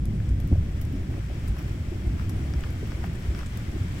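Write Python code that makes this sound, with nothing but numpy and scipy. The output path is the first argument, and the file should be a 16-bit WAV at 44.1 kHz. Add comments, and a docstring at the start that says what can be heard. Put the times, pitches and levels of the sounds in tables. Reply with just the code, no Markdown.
"""A garden hose is screwed onto a camper's water inlet, heard close by from a hand-held camera.
At first wind and grip rumble on the microphone, with a few soft bumps, and the thread starts to tick.
After a second the rumble has eased and fingers rub the coupling round in short scrapes.
From 2.5 to 3.5 s it clacks repeatedly against its plastic flange, and the metal nut pings.
To the end a soft hiss, like light rain in distant trees, slowly grows behind it."""
import sys
import numpy as np
from scipy import signal
from scipy.fft import rfft, irfft, next_fast_len
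from scipy.io import wavfile
from scipy.ndimage import uniform_filter1d, map_coordinates

SR = 44100
rng = np.random.default_rng(int(sys.argv[2]) if len(sys.argv) > 2 else 0)


def persist_wave(psi):
    """Save psi, clipped to +-1, as 16-bit WAV."""
    counts = np.round(np.clip(psi, -1, 1) * 32767).astype(np.int16)
    wavfile.write(sys.argv[1], SR, np.atleast_2d(counts).T)


N = 176400  # 4 s
TOP_HZ = 15900  # the camera's band limit


def amp(db):
    """Decibels as a gain."""
    return 10 ** (np.asarray(db) / 20)


def unit_rms(x):
    """x scaled to rms 1."""
    return x / np.sqrt(np.mean(x ** 2) + 1e-20)


def along(points, hz):
    """Read (frequency, value) points on a log frequency axis."""
    freqs, values = np.transpose(points)
    return np.interp(np.log(hz + 1e-6), np.log(freqs), values)


def curve(rows):
    """Join (seconds, value) points into one value per sample."""
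    return np.interp(np.arange(N) / SR, *np.transpose(rows))


def wobble(per_s):
    """A smooth random curve with per_s knots a second."""
    knots = rng.standard_normal(int(N * per_s / SR) + 4)
    return map_coordinates(knots, [np.arange(N) * per_s / SR])


def filtered(x, response):
    """x through a filter whose gain is response(hz)."""
    length = x.shape[-1]
    padded = next_fast_len(length + 8192)
    gain = response(np.fft.rfftfreq(padded, 1 / SR))
    return irfft(rfft(x, padded) * gain, padded)[..., :length]


def stereo_noise(left, right, alike):
    """Noise of rms 1 with a spectrum for each side and a left-right likeness by frequency."""
    def mid_side_gains(hz):
        angle = np.arccos(np.clip(along(alike, hz), -1, 1)) / 2
        return np.array([np.cos(angle), np.sin(angle)])
    mid, side = filtered(rng.standard_normal((2, N)), mid_side_gains)
    pair = np.array([mid + side, mid - side])
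    return unit_rms(filtered(pair, lambda hz: amp([along(left, hz), along(right, hz)])))


def steadied(x, span_s):
    """Noise with its slow chance swells evened out."""
    power = uniform_filter1d(np.mean(x ** 2, axis=0), max(int(span_s * SR), 2))
    return x / np.sqrt(np.abs(power) + 1e-6)


def contact(shape, hz, t60, alike, pan_db, strike_s=0.0008, strike_share=0.6):
    """A hard strike and dense, heavily damped resonances around hz, in stereo."""
    t = np.arange(SR // 8) / SR
    envelope = amp(-60 * t / t60) * (1 - np.exp(-t / 0.0004))
    size = np.linalg.norm(envelope)
    force = rng.standard_normal((3, len(t)))
    force[0, round(strike_s * SR)] += np.sqrt(strike_share / (1 - strike_share)) * size
    common, left, right = filtered(force, lambda f: amp(along(shape, f / hz)) * (f < TOP_HZ))
    ring = (np.sqrt(alike) * common + np.sqrt(1 - alike) * np.array([left, right])) * envelope
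    pan = amp([[pan_db / 2], [-pan_db / 2]])
    return ring / np.linalg.norm(ring) * size * pan


def damped_tone(hz, swell_s):
    """A tone that swells for swell_s and dies within a few cycles."""
    t = np.arange(SR // 5) / SR
    return t / swell_s * np.exp(1 - t / swell_s) * np.sin(2 * np.pi * hz * t)


def add(out, start, sound):
    """Mix a sound in at start seconds."""
    part = out[:, max(round(start * SR), 0):][:, :sound.shape[-1]]
    part += sound[..., :part.shape[1]]


# The rain-like hiss, well behind the camper. Each row: time in seconds, relative level in dB.
RAIN_LEVEL = [(0.0, -55.5), (1.11, -52), (1.57, -51.5), (1.92, -52), (3.02, -50), (4.0, -48.5)]
# Its spectrum on each side of the microphone. Each row: frequency in Hz, relative density in dB.
RAIN_LEFT = [(150, 0), (500, 3), (850, -1), (1400, 2.5), (2100, 4.5), (2500, 0.5), (2800, -1.5), (3300, -1),
             (4200, -14), (5500, -9.5), (6700, -13.5), (7400, -9), (10500, -19.5), (13000, -20),
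             (16000, -20)]
RAIN_RIGHT = [(150, -12), (500, 5), (850, -2), (1600, -1.5), (1900, -5), (2300, 0), (2800, -6.5),
              (4200, -7.5), (5500, -7), (6700, -13), (7600, -11.5), (10500, -19.5), (13000, -19),
              (16000, -20)]
# A wide image, for the rubbing too. Each row: frequency in Hz, left-right likeness from 0 to 1.
WIDE_IMAGE = [(200, 0.44), (600, 0.35), (1200, 0), (4000, 0), (14000, 0)]


def rain(drops_per_s=130):
    """A far wash of drops, fuller on the left, with a faint patter of nearer ones that grows with it."""
    wash = stereo_noise(RAIN_LEFT, RAIN_RIGHT, WIDE_IMAGE) * amp(3 + 0.69 * wobble(per_s=15))
    patter = np.zeros((2, N))
    t = np.arange(SR // 100) / SR
    for when, size, pitch, side in rng.random((int(drops_per_s * N / SR), 4)):
        hz = 4500 * (15000 / 4500) ** pitch
        db = -0.5 + 11 * size ** 2  # most drops are small
        drop = np.sin(2 * np.pi * hz * t) * np.exp(-t * hz / 2)
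        pan = np.sqrt([[side], [1 - side]])
        add(patter, when * N / SR, amp(db) * pan * drop)
    return (wash + patter) * amp(curve(RAIN_LEVEL))


# Rumble and grip rustle, right at the microphone. Each row: time in seconds, relative level in dB.
RUMBLE_LEVEL = [(0.0, -25), (0.3, -25.5), (0.5, -25), (0.52, -24), (0.65, -26.5), (1.36, -30.5), (1.5, -28),
                (1.6, -34), (1.66, -28.5), (2.0, -31), (2.06, -26.5), (3.23, -32), (3.3, -33.5),
                (3.34, -31.5), (3.95, -30), (4.0, -34.5)]
GRIP_LEVEL = [(0.0, -49), (0.03, -40.5), (0.47, -41), (0.49, -62), (0.52, -40), (0.57, -43.5),
              (0.85, -40.5), (0.95, -35.5), (0.98, -40), (1.19, -37), (1.25, -70), (1.29, -40), (1.89, -41),
              (1.93, -35.5), (2.04, -40.5), (2.07, -36.5), (2.23, -43), (2.33, -35.5), (2.81, -41.5),
              (2.82, -37.5), (3.23, -41.5), (3.3, -34.5), (3.45, -50), (3.77, -35), (3.79, -43),
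              (4.0, -44.5)]
# Their spectra. Each row: frequency in Hz, relative density in dB.
RUMBLE_COLOUR = [(15, -5), (30, -27), (42, -9.5), (54, 0.5), (78, -2), (115, -4.5), (150, -10),
                 (220, -15.5), (330, -28.5), (600, -42.5), (1200, -100)]
GRIP_COLOUR = [(90, 4), (180, -4.5), (250, -2), (330, 0), (400, -8), (470, -17.5), (680, -16.5),
               (850, -24.5), (2000, -49)]
# Their nearly mono image. Each row: frequency in Hz, left-right likeness from 0 to 1.
NARROW_IMAGE = [(60, 1), (130, 1), (300, 0.87), (600, 0.84)]


def wind_and_grip():
    """Wind and the holding hand shake the camera: a deep roll and a low rustle above it."""
    roll = steadied(stereo_noise(RUMBLE_COLOUR, RUMBLE_COLOUR, NARROW_IMAGE), span_s=0.09)
    rustle = steadied(stereo_noise(GRIP_COLOUR, GRIP_COLOUR, NARROW_IMAGE), span_s=0.049)
    rustle_db = curve(GRIP_LEVEL) + 1 + 1.05 * wobble(per_s=35)
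    return roll * amp(curve(RUMBLE_LEVEL)) + rustle * amp(rustle_db)


# Soft bumps on the camera body. Each row: start in seconds, level in dB, pitch in Hz, swell in seconds.
BODY_BUMPS = [(0.138, -23, 173, 0.003), (0.306, -13.5, 60, 0.012), (0.443, -11.5, 67.6, 0.0025),
              (0.5157, -18.5, 265, 0.0031), (0.524, -8.5, 77.4, 0.005), (.524, -27, 328, 0.0043),
              (0.577, -16, 88.7, 0.0088), (.93, -28.5, 276, 0.0091), (1.081, -33, 262.5, 0.011),
              (1.494, -19.5, 56.5, 0.011), (1.51, -32, 212.5, 0.0071), (1.917, -30.5, 350, 0.0061),
              (2.067, -17, 56, 0.017), (2.556, -17, 65, 0.0082), (2.827, -32, 413, 0.0039),
              (3.05, -29, 168.4, 0.023), (3.283, -17, 63, 0.011), (3.758, -29.5, 322, 0.0035),
              (3.809, -19, 99, 0.0081), (3.845, -34.5, 175.4, 0.016)]
# Dull scuffs on the shell around the microphone. Each row: start in seconds, level in dB, pitch in Hz.
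SHELL_SCUFFS = [(.141, -40.5, 530), (.402, -41, 620), (0.5155, -29.5, 565), (.527, -27.5, 624),
                (.553, -30, 600), (1.18, -31, 560), (1.3, -33, 560), (1.313, -32, 586), (2.505, -41, 680),
                (3.0414, -27.5, 730)]


def handling():
    """Each bump on the camera dies within a few cycles; some shifts of the grip scuff the shell."""
    out = np.zeros((2, N))
    for start, db, hz, swell_s in BODY_BUMPS:
        add(out, start, amp(db) * damped_tone(hz, swell_s))
    shell = [(.3, 4.5), (.75, 2), (1, 10.5), (1.25, -2.5), (1.6, -23), (3, -50)]  # multiple of pitch, dB
    for start, db, hz in SHELL_SCUFFS:
        add(out, start, amp(db) * contact(shell, hz, t60=0.038, alike=0.75, pan_db=0.5))
    return out


def stick_slip(per_s, life_s, scatter_db=4):
    """Friction grips and lets go: an envelope of rms 1 made of uneven, quickly dying jolts."""
    count = int(per_s * N / SR)
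    onsets = ((np.arange(count) + rng.random(count)) * N / count).astype(int)
    strengths = amp(scatter_db * rng.standard_normal(count))
    jolts = np.bincount(onsets, strengths, N)[:N]
    decay = np.exp(-1 / (life_s * SR))
    return unit_rms(signal.lfilter([1], [1, -decay], jolts))


# Fingers turn the coupling, close to the microphone.
# Each row: start in seconds, length in seconds, relative levels of skin rub and thread grit in dB.
FINGER_TURNS = [(1.109, 0.18, -53.5, -81), (1.555, 0.083, -47.5, -57.5), (1.67, 0.026, -50, -57),
                (2.16, 0.11, -49, -58), (2.352, 0.1, -52.5, -72), (2.609, 0.079, -49, -65),
                (2.873, 0.073, -53, -65), (3.017, 0.066, -47, -55), (3.328, 0.12, -47, -62)]
# Spectra of the skin and the grit. Each row: frequency in Hz, relative density in dB.
SKIN_COLOUR = [(300, 7), (700, 0), (1000, 8), (1400, 12.5), (2000, -1), (2600, 4), (4000, -12), (5600, -3),
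               (7000, -23), (16000, -30)]
GRIT_COLOUR = [(2000, -16), (5500, -7), (10000, -9), (14500, 2)]


def finger_rubs():
    """Each turn of the nut is a rough stick-slip scrape with separate fine crackles from the thread."""
    strokes = np.zeros((2, N))
    for start, length, skin_db, grit_db in FINGER_TURNS:
        arch = np.sqrt(np.abs(np.hanning(int(length * SR))))
        add(strokes, start, amp([[skin_db], [grit_db - 1]]) * arch)
    skin_gain, grit_gain = strokes
    skin = stereo_noise(SKIN_COLOUR, SKIN_COLOUR, WIDE_IMAGE) * stick_slip(per_s=260, life_s=0.0018)
    grit = stereo_noise(GRIT_COLOUR, GRIT_COLOUR, WIDE_IMAGE) * stick_slip(per_s=170, life_s=0.0006)
    return (skin_gain * skin + grit_gain * grit) * amp([[1.5], [-1.5]])  # a little to the left


# Ticks at the inlet, close and mostly left of centre. Each row: start in seconds, relative level in dB,
# pitch in Hz, time to fall 60 dB in seconds, left over right in dB.
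THREAD_TICKS = [(0.0547, -34.5, 12000, 0.012, 7), (.1518, -43, 10500, .008, 7),
                (.2908, -41, 8460, 0.026, 0), (0.4014, -32, 11900, 0.0088, 7),
                (0.4753, -37, 14000, 0.01, 6), (.564, -48, 14900, .008, 2),
                (0.8141, -24.5, 14400, 0.0048, 0), (.851, -37.5, 11900, .01, 10),
                (.9258, -42, 15000, .011, 2), (1.4775, -34, 14800, 0.0084, -5),
                (1.482, -43, 8900, 0.077, 0), (1.5665, -42, 11500, .01, 3), (1.585, -38, 12500, .008, 6),
                (1.59, -37, 14800, 0.011, 2), (1.6262, -40, 15000, .009, 2),
                (2.2945, -26, 12000, 0.0069, 3), (2.295, -30, 6200, .008, 7), (2.299, -41, 11400, .008, 1),
                (2.357, -42, 14500, .008, 2), (2.5034, -40, 15000, .007, 2), (2.608, -37.5, 7900, .015, 2),
                (2.705, -42, 12000, 0.017, 3), (2.726, -42, 14500, .012, 4), (2.872, -40, 14500, 0.012, 5),
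                (3.058, -40, 13000, 0.0093, 2), (3.155, -37, 8600, 0.009, -3),
                (3.391, -36, 10500, .006, 10), (3.461, -33.5, 7850, 0.014, -2),
                (3.467, -36.5, 8000, .012, -2), (3.573, -31.5, 15200, 0.013, 6),
                (3.5735, -37, 8400, .012, 3)]
# A tick's spectrum. Each row: multiple of the pitch, relative level in dB.
TICK_SHAPE = [(.1, 0), (.3, -3.5), (.7, -4.5), (.9, 1.5), (1.05, 3.5), (1.35, -18), (2, -15)]


def thread_ticks():
    """The thread ticks sharply, and the camper wall answers each tick with a faint, diffuse tail."""
    out = np.zeros((2, N))
    for start, db, hz, t60, pan_db in THREAD_TICKS:
        tick = amp(db - 1.5) * contact(TICK_SHAPE, hz, t60, alike=0.23, pan_db=pan_db)
        wall = amp(db - 18) * contact(TICK_SHAPE, hz, t60=0.073, alike=0, pan_db=5)
        add(out, start, tick + wall)
    return out


# Clacks in the flange, close and a little left. 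Each row: start in seconds, the plastic's relative
# level in dB, its pitch in Hz, its treble edge in Hz, the metal ping's relative level in dB.
FLANGE_CLACKS = [(.2015, -34, 1970, 2600, -67), (1.140, -34.5, 1880, 3000, -62),
                 (1.567, -31.5, 1250, 2000, -58), (1.585, -37, 1400, 3000, -43),
                 (2.5374, -29.5, 1610, 3200, -33.5), (2.637, -25.5, 1450, 4800, -51),
                 (2.643, -34, 1700, 2600, -62), (2.919, -29, 1270, 2800, -39.5),
                 (3.0414, -24.5, 1200, 2700, -60), (3.044, -32.5, 2250, 2700, -60),
                 (3.3486, -30, 1380, 4800, -37), (3.3906, -30, 1950, 2600, -37),
                 (3.431, -27.5, 1400, 3200, -45)]
# The plastic's spectrum. Each row: multiple of the pitch, relative level in dB.
PLASTIC_SHAPE = [(.2, -17), (.45, -3), (.7, -2), (1, 5.5), (1.35, -4.5), (1.8, -5.5), (2.2, -6.5),
                 (2.9, -14), (4, -13)]


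def flange_clacks():
    """The nut knocks on the plastic flange; its own metal ping is choked by the fingers."""
    out = np.zeros((2, N))
    ping = damped_tone(hz=5250, swell_s=0.00029)
    for start, plastic_db, hz, edge_hz, metal_db in FLANGE_CLACKS:
        knock = contact(PLASTIC_SHAPE, hz, t60=0.017, alike=0.79, pan_db=4.5)
        dulled = filtered(knock, lambda f: 1 / np.sqrt(1 + (f / edge_hz) ** 20))
        add(out, start, amp(plastic_db - 2) * dulled)
        add(out, start, amp(metal_db - 1.5) * ping)
    return out


def scene():
    """Everything at the camera's two microphone ports; the low sounds reach the right one first."""
    port_lag_s = 0.00022 * np.array([[0.5], [-0.5]])
    low = filtered(wind_and_grip() + handling(), lambda hz: np.exp(-2j * np.pi * hz * port_lag_s))
    return low + rain() + thread_ticks() + flange_clacks() + finger_rubs()


def record(dry):
    """The camera keeps nothing above its band limit."""
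    return filtered(dry, lambda hz: hz < TOP_HZ)


dry = scene()
out = record(dry)
persist_wave(out)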